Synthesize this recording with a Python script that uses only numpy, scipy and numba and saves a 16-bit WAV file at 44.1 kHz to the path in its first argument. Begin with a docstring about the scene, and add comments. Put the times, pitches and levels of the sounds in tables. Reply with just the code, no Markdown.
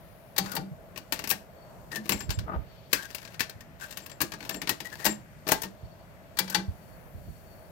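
"""A tape deck in a quiet room, close to a hand-held phone: a key stops the tape, the door drops open, one cassette
is pulled out and laid down, another slides in, the door is shut and play is pressed. Each blow is a snap and a
short rattle that rings the deck's chassis or its plastic; gritty noise makes motor whirrs, slides and rustle,
filtered noise the tape drive and the house. The phone's far microphone hears the deck later and duller; fingers
bump the phone as decaying low cycles."""
import sys
import numpy as np
from scipy import signal
from scipy.fft import rfft, irfft
from scipy.io import wavfile
from scipy.ndimage import uniform_filter1d
from numba import njit

SR = 44100
rng = np.random.default_rng(int(sys.argv[2]) if len(sys.argv) > 2 else 0)


def to_wav(sig):
    """Store sig (one row per channel, or 1-D mono) as 16-bit WAV at the path in sys.argv[1].

    Samples outside -1..1 are clipped; the rate is SR.
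    """
    pcm = np.clip(np.atleast_2d(sig), -1, 1) * 32767
    pcm = np.round(pcm).astype(np.int16)
    wavfile.write(sys.argv[1], SR, pcm.T)  # frames by channels


N = 340011
T = np.arange(N) / SR
BIN_HZ = np.arange(N // 2 + 1) * SR / N


def undb(db):
    """Amplitude of a level in dB."""
    return 10 ** (np.asarray(db) / 20)


def unit(x):
    """Scale to an RMS of one."""
    return x / np.sqrt(np.mean(x ** 2))


def span(s, x):
    """The samples that sound x covers when it starts at s."""
    return slice(int(s * SR), int(s * SR) + len(x))


def on_hz(table):
    """A table of (f/Hz, value) read at every bin."""
    hz, value = np.transpose(table)
    return np.interp(np.log(BIN_HZ + 1), np.log(hz), value)


def band(x, lo_hz, hi_hz):
    """Keep one frequency range."""
    edges_hz = [lo_hz, min(hi_hz, .45 * SR)]
    return signal.sosfilt(signal.butter(2, edges_hz, "bandpass", fs=SR, output="sos"), x)


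def noise_band(lo_hz, hi_hz):
    """White noise kept to one range, at an RMS of one."""
    return unit(band(rng.standard_normal(N), lo_hz, hi_hz))


def walk(rate):
    """Random levels around zero, held 1 / rate s and slewed twice; spread near 1."""
    k = int(SR / rate)
    held = np.repeat(rng.standard_normal(N // k + 1), k)
    return 1.5 * uniform_filter1d(uniform_filter1d(held, k), k)[:N]


def grit(spread_db, size):
    """Noise made of small contacts of uneven but bounded strength, each size samples long."""
    strength = np.minimum(rng.exponential(size=N // size + 1), 4.5)
    contact_db = spread_db * np.repeat(strength, size)[:N]
    return unit(rng.standard_normal(N) * undb(contact_db))


@njit
def resonate(force, pole):
    """One mode whose pole may move from sample to sample."""
    out, z = np.empty(len(force)), 0j
    for i in range(len(force)):
        z = z * pole[i] + force[i]
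        out[i] = z.imag
    return out


def mode(force, hz, t60):
    """A force rings one damped mode; hz may be a number or a track."""
    pole = np.exp(2j * np.pi * hz / SR - np.log(1000) / (t60 * SR))
    return resonate(force + 1e-18, pole * np.ones(len(force)))


def room():
    """Distant house noise: octave bands swell a little; the low middle is much the same on both sides."""
    # spectrum of the house noise before the overall level: f/Hz, level/dB per Hz
    spectrum = [(35, -2), (60, -6.5), (168, -3), (262, -15.5), (469, -14.5), (666, -5.5), (715, -14),
                (1170, -20), (1660, -21.5), (3850, -34), (16000, -43)]
    # balance of the noise: f/Hz, left minus right level/dB
    balance = [(70, -10), (200, 8), (700, -0.5), (2400, 7.5), (15000, 6.5)]
    # likeness of the sides: f/Hz, share of power common to both [0 to 1]
    alike = [(70, 0), (290, 1), (640, 0.55), (1400, 0)]
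    level_db, swell_db = -50.5, 1.5

    common, left, right = rfft(rng.standard_normal((3, N)))
    share, pan = np.clip(on_hz(alike), 0, 1), on_hz(balance) / 2
    sides = np.sqrt(share) * common + np.sqrt(1 - share) * np.array([left, right])
    both = undb(on_hz(spectrum) + np.array([pan, -pan])) * sides
    octave = np.log2(BIN_HZ / 60 + 1e-9)
    out = np.zeros((2, N))
    for k in range(9):
        overlap = np.clip(1 - abs(octave - k), 0, 1)
        out += undb(swell_db * walk(5.6)) * irfft(both * overlap, N)
    return unit(out) * undb(level_db)


def wavering_hiss(table):
    """Noise bands, each wandering slightly in level."""
    out = np.zeros(N)
    for hz, width_hz, db in table:
        out += undb(db + walk(2.88)) * noise_band(hz - width_hz / 2, hz + width_hz / 2)
    return out


def drive():
    """The tape drive whispers while it runs; apart from it, a thin high whine from the deck's display swells
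    now and then, and narrow hiss stays throughout."""
    # running tape drive: f/Hz, width/Hz, level/dB before it wavers
    transport = [(3870, 7400, -71.5), (9930, 450, -71.5), (13500, 3800, -64.5)]
    # narrow hiss that stays: f/Hz, width/Hz, level/dB before it wavers
    hiss_bands = [(12330, 570, -74), (13900, 300, -69)]
    # middles of the whine's swells: t/s
    swell_times = (1.65, 2.77, 5.92, 6.9, 7.32, 7.57)
    stop_s, play_s = .4, 6.7
    whine_hz, whine_db, swell_s = 4470, -68, .11  # level before the swells

    running = uniform_filter1d(((T < stop_s) | (T > play_s)).astype(float), size=5000)
    swell = sum(np.exp(-((T - s) / swell_s) ** 2) for s in swell_times) + .3
    whine = undb(whine_db) * swell * noise_band(whine_hz - 15, whine_hz + 15)
    return wavering_hiss(transport) * running + whine + wavering_hiss(hiss_bands)


def bumps(swell_s, apart, roll_db, roll_s):
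    """A bump is a few low cycles, apart radians out of step at the ports; the grip rumbles and rolls on after it."""
    # fingers bump the phone: t/s, peak level/dB before panning, f/Hz
    finger_bumps = [(0.711, -32.5, 149), (2.139, -32.5, 72.5), (2.28, -23.5, 69), (2.371, -21, 98),
                    (2.55, -23.5, 73), (3.547, -39, 91), (5.826, -32.5, 106), (6.677, -22.5, 81.8),
                    (7.141, -36, 78.5), (7.27, -32, 84)]
    # grip rumble: t/s, level/dB before its side's share and wander
    grip_levels = [(2, -70), (2.4, -41.5), (2.9, -66), (6.6, -64.5), (7.1, -51.5), (7.71, -55)]
    pan_db = -2.5  # left minus right: the fingers lie nearer the right port

    out, t = np.zeros((2, N)), T[:SR // 4]
    held = undb(np.interp(T, *np.transpose(grip_levels)))
    for s, db, hz in finger_bumps:
        swell = (t / swell_s * np.exp(1 - t / swell_s)) ** 2
        swing = swell * np.sin(2 * np.pi * hz * t + np.array([[apart], [0]]))
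        out[:, span(s, t)] += undb(db + np.array([[pan_db], [-pan_db]]) / 2) * swing
        held[span(s, t)] += undb(db + roll_db) * t / roll_s * np.exp(1 - t / roll_s)
    grip = [undb(side_db + 2.9 * walk(13)) * noise_band(31, 125.5) for side_db in (-4, 4)]
    return out + held * np.array(grip)


def carried(s):
    """Boom and bass dB of whatever carries a blow at time s."""
    # low end by carrier: from t/s, boom level/dB re blow, bass level/dB re blow
    # chassis, carriage dropping, door falling, cassette in the door, in the hand, against the palm, laid down,
    # back in the door, meeting the guides, sliding down them, seated, door shut, door let go, chassis
    carrier = [(0, -11, -6), (.54, -0.5, 2.5), (.9, -12, -9.5), (1.8, -3.5, -11.5), (2.25, -23, -17.5),
               (2.45, 5, 6), (2.8, -20, -13.5), (4.15, -6, -7.5), (4.53, 5.5, -10), (4.6, -5, -11),
               (5.0, -8, -6.5), (5.4, -6, -4), (5.599, -1.5, -6), (6.0, -13, -8)]
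    since, boom_db, bass_db = np.transpose(carrier)
    now = np.clip(np.searchsorted(since, s) - 1, 0, None)
    return boom_db[now], bass_db[now]


def rustle():
    """Forces of patchy small ticks and scuffs while hands and parts move."""
    # fingers shift a cassette or the mechanism settles, small contacts at random: from t/s, to t/s
    busy_times = [(.38, .59), (1.12, 1.34), (2.04, 2.26), (2.47, 2.56), (2.9, 3.36), (3.8, 4.05),
                  (4.39, 4.58), (4.83, 5.15), (5.46, 5.66), (6.38, 6.6)]
    # force levels: low end before the carrier's share/dB, mid and treble before muffling/dB
    range_levels = (-51, -53.5, -65)

    busy = sum(1. * ((T > s0) & (T < s1)) for s0, s1 in busy_times)
    patchy = uniform_filter1d(busy, size=1100) * undb(3.0 * walk(60))
    low_db, mid_db, treble_db = range_levels
    boom_db, bass_db = carried(T)
    muffle_db = 20 * (bass_db > 0)  # a carrier that adds bass, like the palm, dulls the rest
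    parts_db = [low_db + boom_db, low_db + bass_db, mid_db - muffle_db, treble_db - muffle_db]
    return patchy * grit(3.6, size=90) * undb(parts_db)


def jingles():
    """A loose metal reel part in the cassette: short shakes keep one thin mode ringing."""
    # shakes of the reel part: t/s, level/dB of the force
    shakes = [(2.121, -45), (2.191, -51), (2.33, -59), (3.81, -64.5), (3.9085, -66), (4.02, -67),
              (4.11, -63.5), (4.52, -58), (4.56, -57), (4.7044, -62), (5.063, -44.5), (5.1024, -52)]
    shake, t = np.zeros(N), T[:SR // 8]
    for s, db in shakes:
        shake[span(s, t)] += undb(db) * np.exp(-t / 0.021)
    return mode(shake * grit(2.0, size=30), hz=7450, t60=.05)


def whirrs_and_slides(rough_db):
    """Motor whirrs and plastic slides alike: patchy grit rings a pitch that bends, over a broad roughness of ticks."""
    # the drive's motor whirrs briefly after each key (first and last rows); in between, plastic slides on plastic:
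    # t/s, tone level/dB, f/Hz before it bends, length/s
    rubs = [(0.438, -48, 1474, 0.19), (1.904, -40, 1770, 0.092), (2.919, -43.5, 1605, 0.16),
            (3.792, -43.5, 1555, 0.088), (4.843, -40.5, 1960, 0.035), (4.915, -42.5, 1720, 0.031),
            (4.975, -45.5, 1860, 0.18), (6.484, -44, 1550, 0.14)]
    out = np.zeros(N)
    rub = grit(2.0, size=40) * undb(2.2 * walk(60))
    ticks, bend = grit(3.6, size=130), 1 + .015 * walk(25)
    for s, db, hz, length in rubs:
        at = span(s, T[:int(length * SR)])
        piece = rub[at] * np.sqrt(np.hanning(len(rub[at])))
        silence = 0 * piece  # room for the ring to die away
        push = np.append(piece, silence)
        rough = np.append(abs(piece) * ticks[at], silence)
        whole = span(s, push)
        tone = unit(mode(push, hz * bend[whole], t60=.045))
        out[whole] += undb(db) * (tone + undb(rough_db) * unit(band(rough, 880, 9300)))
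    return out


def blows(table, rise_s, boom_peak_s, snap_t60, rattle_db, rattle_t60, treble_share):
    """A sharp snap and a gritty rattle, longer when harder; the boom swells later, the treble's rattle dies sooner."""
    rattle_growth = 0.14  # the rattle lengthens by this share of each added dB
    medium_db = -32.5  # a medium blow, whose rattle lasts rattle_t60
    force, t = np.zeros((4, N)), T[:SR // 3]
    boom = undb(rattle_db) * (t / boom_peak_s * np.exp(1 - t / boom_peak_s)) ** 2
    snap = 1000. ** (-t / snap_t60)
    for s, db, treble_db in table:
        range_share = np.array([[1], [1], [treble_share]])  # bass, mid, treble
        t60 = rattle_t60 * undb(rattle_growth * (db - medium_db)) * range_share
        fade = (snap + undb(rattle_db) * 1000. ** (-t / t60)) * (1 - np.exp(-t / rise_s))
        range_db = db + np.array([*carried(s), 0, treble_db])
        force[:, span(s, t)] += undb(range_db)[:, None] * np.vstack([boom, fade])
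    return force * grit(1.42, size=12)


def ring(force, modes, ring_db, crack_db, spot_db, drift):
    """Boom, bass, mid and treble forces crack broadly and ring the modes in their range.
    Where a blow lands and how the part is held keep changing: colour and pitch wander."""
    edges_hz = (130, 400, 1300, 5500, 16500)
    boom, bass, mid, treble = (undb(db) * band(f, lo, hi)
                               for f, db, lo, hi in zip(force, crack_db, edges_hz, edges_hz[1:]))
    out = boom - bass + mid - treble  # neighbouring ranges join without a gap
    for hz, db, t60 in modes:
        in_range = np.searchsorted(edges_hz, hz) - 1
        push = force[in_range] * undb(spot_db * np.tanh(walk(18)))
        out = out + undb(db + ring_db) * mode(push, hz * (1 + drift * walk(5)), t60)
    return out


def plastic():
    """Door, latch and cassette shells knock, rustle and ring in short modes."""
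    # knocks: t/s, blow level/dB, treble level/dB re blow
    knock_table = [(0.9592, -31.5, -30), (0.9744, -28, -7), (1.1225, -16, -4), (1.1907, -23.5, -13),
                   (1.2393, -23, -13), (1.273, -28.5, 1), (1.2915, -40, 18), (1.301, -23.5, 8.5),
                   (1.3099, -17.5, -1), (1.917, -27.5, -20), (1.9568, -23.5, -4.5), (2.0918, -13.5, -4.5),
                   (2.1191, -18, -7), (2.2046, -24.5, -16), (2.2922, -28, -23), (2.3035, -18.5, -10.5),
                   (2.388, -26, -15), (2.9293, -9.5, -5.5), (3.1466, -25, -1), (3.181, -32.5, -23),
                   (3.227, -48, -22), (3.2496, -30.5, -26), (3.275, -34.5, -28), (3.342, -33.5, -30),
                   (3.3944, -20.5, -11), (3.404, -14, -13), (3.495, -29, -9.5), (3.606, -36, -9),
                   (3.908, -31, -6), (3.924, -34.5, -9), (3.9712, -26, -2.5), (4.001, -40, -15),
                   (4.061, -33, -2.5), (4.096, -34.5, -12), (4.1154, -34.5, -25), (4.2042, -17.5, -14),
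                   (4.2148, -19.5, 3), (4.3188, -26, -17), (4.336, -28.5, -19), (4.404, -32.5, -26),
                   (4.4265, -33, -23), (4.449, -33, -15), (4.4922, -19.5, -9), (4.5074, -37, -22),
                   (4.5431, -25.5, -13), (4.616, -21, -15), (4.6723, -17.5, -30), (4.6922, -14, -4),
                   (4.8024, -23, -14.5), (5.0445, -26, 3), (5.052, -14, -1), (5.0619, -15, -7),
                   (5.467, -25.5, -42), (5.4767, -28, 0), (5.4873, -18, -2.5), (5.5104, -23, -17),
                   (5.5177, -13, 0.5), (5.6182, -29, 6), (5.633, -23, -10)]
    # modes of door and shells: f/Hz before it wanders, level/dB before ring_db, t60/s
    shell_modes = [(203.2, -2, 0.22), (319, 3, 0.065), (612, 5.5, 0.052), (783, 2, 0.071),
                   (1222, 18.5, 0.022), (1634, -0.5, 0.06), (1840, 0.5, 0.066), (2680, 19.5, 0.0029),
                   (4590, -8.5, 0.085)]
    knocks = blows(knock_table, rise_s=0.0025, boom_peak_s=0.02, snap_t60=0.019,
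                   rattle_db=-12.5, rattle_t60=0.09, treble_share=0.72)
    return ring(knocks + rustle(), shell_modes, ring_db=-32.0, crack_db=(7.9, 18.3, 8.43, 5.87),
                spot_db=5.5, drift=.025)


def keys():
    """A key clicks and the solenoid answers a moment later."""
    # stop, then play: t/s
    press_times = (.3621, 6.3699)
    key_db, key_treble_db = -29, -4
    solenoid_lag_s, solenoid_db, solenoid_treble_db = 0.01765, -14, 5
    clicks = [(s, key_db, key_treble_db) for s in press_times]
    return clicks + [(s + solenoid_lag_s, solenoid_db, solenoid_treble_db) for s in press_times]


def chassis():
    """Keys, solenoid and the travelling head carriage strike the deck's chassis and ring its modes."""
    # the head carriage travels and seats after each key: t/s, blow level/dB, treble level/dB re blow
    carriage_blows = [(0.458, -32, -14), (0.5154, -35.5, 11.5), (0.551, -36.5, 17.5), (0.564, -23.5, -2.5),
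                      (6.4763, -31, -17.5), (6.4976, -31, 9.5), (6.5454, -10.5, -14)]
    # modes of the chassis: f/Hz before it wanders, level/dB before ring_db, t60/s
    deck_modes = [(196.9, 5, 0.35), (330, 2.5, 0.073), (531, -10.5, 0.18), (795, 1.5, 0.13),
                  (2000, 3, 0.028), (2355, 5.5, 0.058), (4540, 12, 0.016)]
    strikes = blows(keys() + carriage_blows, rise_s=0.0038, boom_peak_s=0.034, snap_t60=0.038,
                    rattle_db=-15, rattle_t60=0.095, treble_share=0.093)
    return ring(strikes, deck_modes, ring_db=-29.5, crack_db=(14.5, 12.1, 8.1, 0.95),
                spot_db=0.0, drift=.012)


def port(parts):
    """The microphone port favours a high range: that band is added on top."""
    return parts + undb(1.5) * band(parts, 11090, 16300)


def phone(near, t60, wet_db, damp_hz):
    """The near microphone faces the deck; the far one is shadowed and late. 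Walls answer each differently, duller."""
    # shadow at the far microphone: f/Hz, level/dB
    shadow = [(300, -5.5), (1100, -6), (1600, -13), (2100, -14), (3000, -26), (4200, -26), (11000, -42),
              (16000, -35)]
    # lateness at the far microphone: f/Hz, phase lag/radians
    far_lag = [(1, 0.58), (860, 0.46), (1380, 3.46), (2670, 11.45), (16000, 51)]

    t = T[:SR // 2]
    echo = rng.standard_normal((2, len(t))) * 1000. ** (-t / t60)
    echo = band(echo / np.sqrt(np.sum(echo ** 2) / 2), 47, damp_hz)
    wet = signal.fftconvolve(near[None], echo, axes=1)[:, :N]
    both = near + undb(np.array([[wet_db], [wet_db + 10.0]])) * wet  # more of the walls at the far side
    late = np.exp(-1j * np.interp(BIN_HZ, *np.transpose(far_lag)))
    far = irfft(rfft(both[1]) * undb(on_hz(shadow)) * late, N)
    return np.array([both[0], far])


def scene():
    """The deck heard at both microphones, with the hand on the phone and the house behind."""
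    parts = chassis() + plastic() + whirrs_and_slides(rough_db=-6.0)
    deck = port(parts) + jingles() + drive()
    heard = phone(deck, t60=0.26, wet_db=-12.0, damp_hz=10000)
    handling = bumps(swell_s=0.011, apart=1.53, roll_db=-16.5, roll_s=0.02)
    return heard + handling + room()


def record(dry):
    """The phone drops the deepest bass and cuts the top."""
    low_cut = signal.sosfilt(signal.butter(4, 35, "highpass", fs=SR, output="sos"), dry)
    return signal.sosfilt(signal.ellip(10, .2, 80, 15900, fs=SR, output="sos"), low_cut)


dry = scene()
out = record(dry)
to_wav(out)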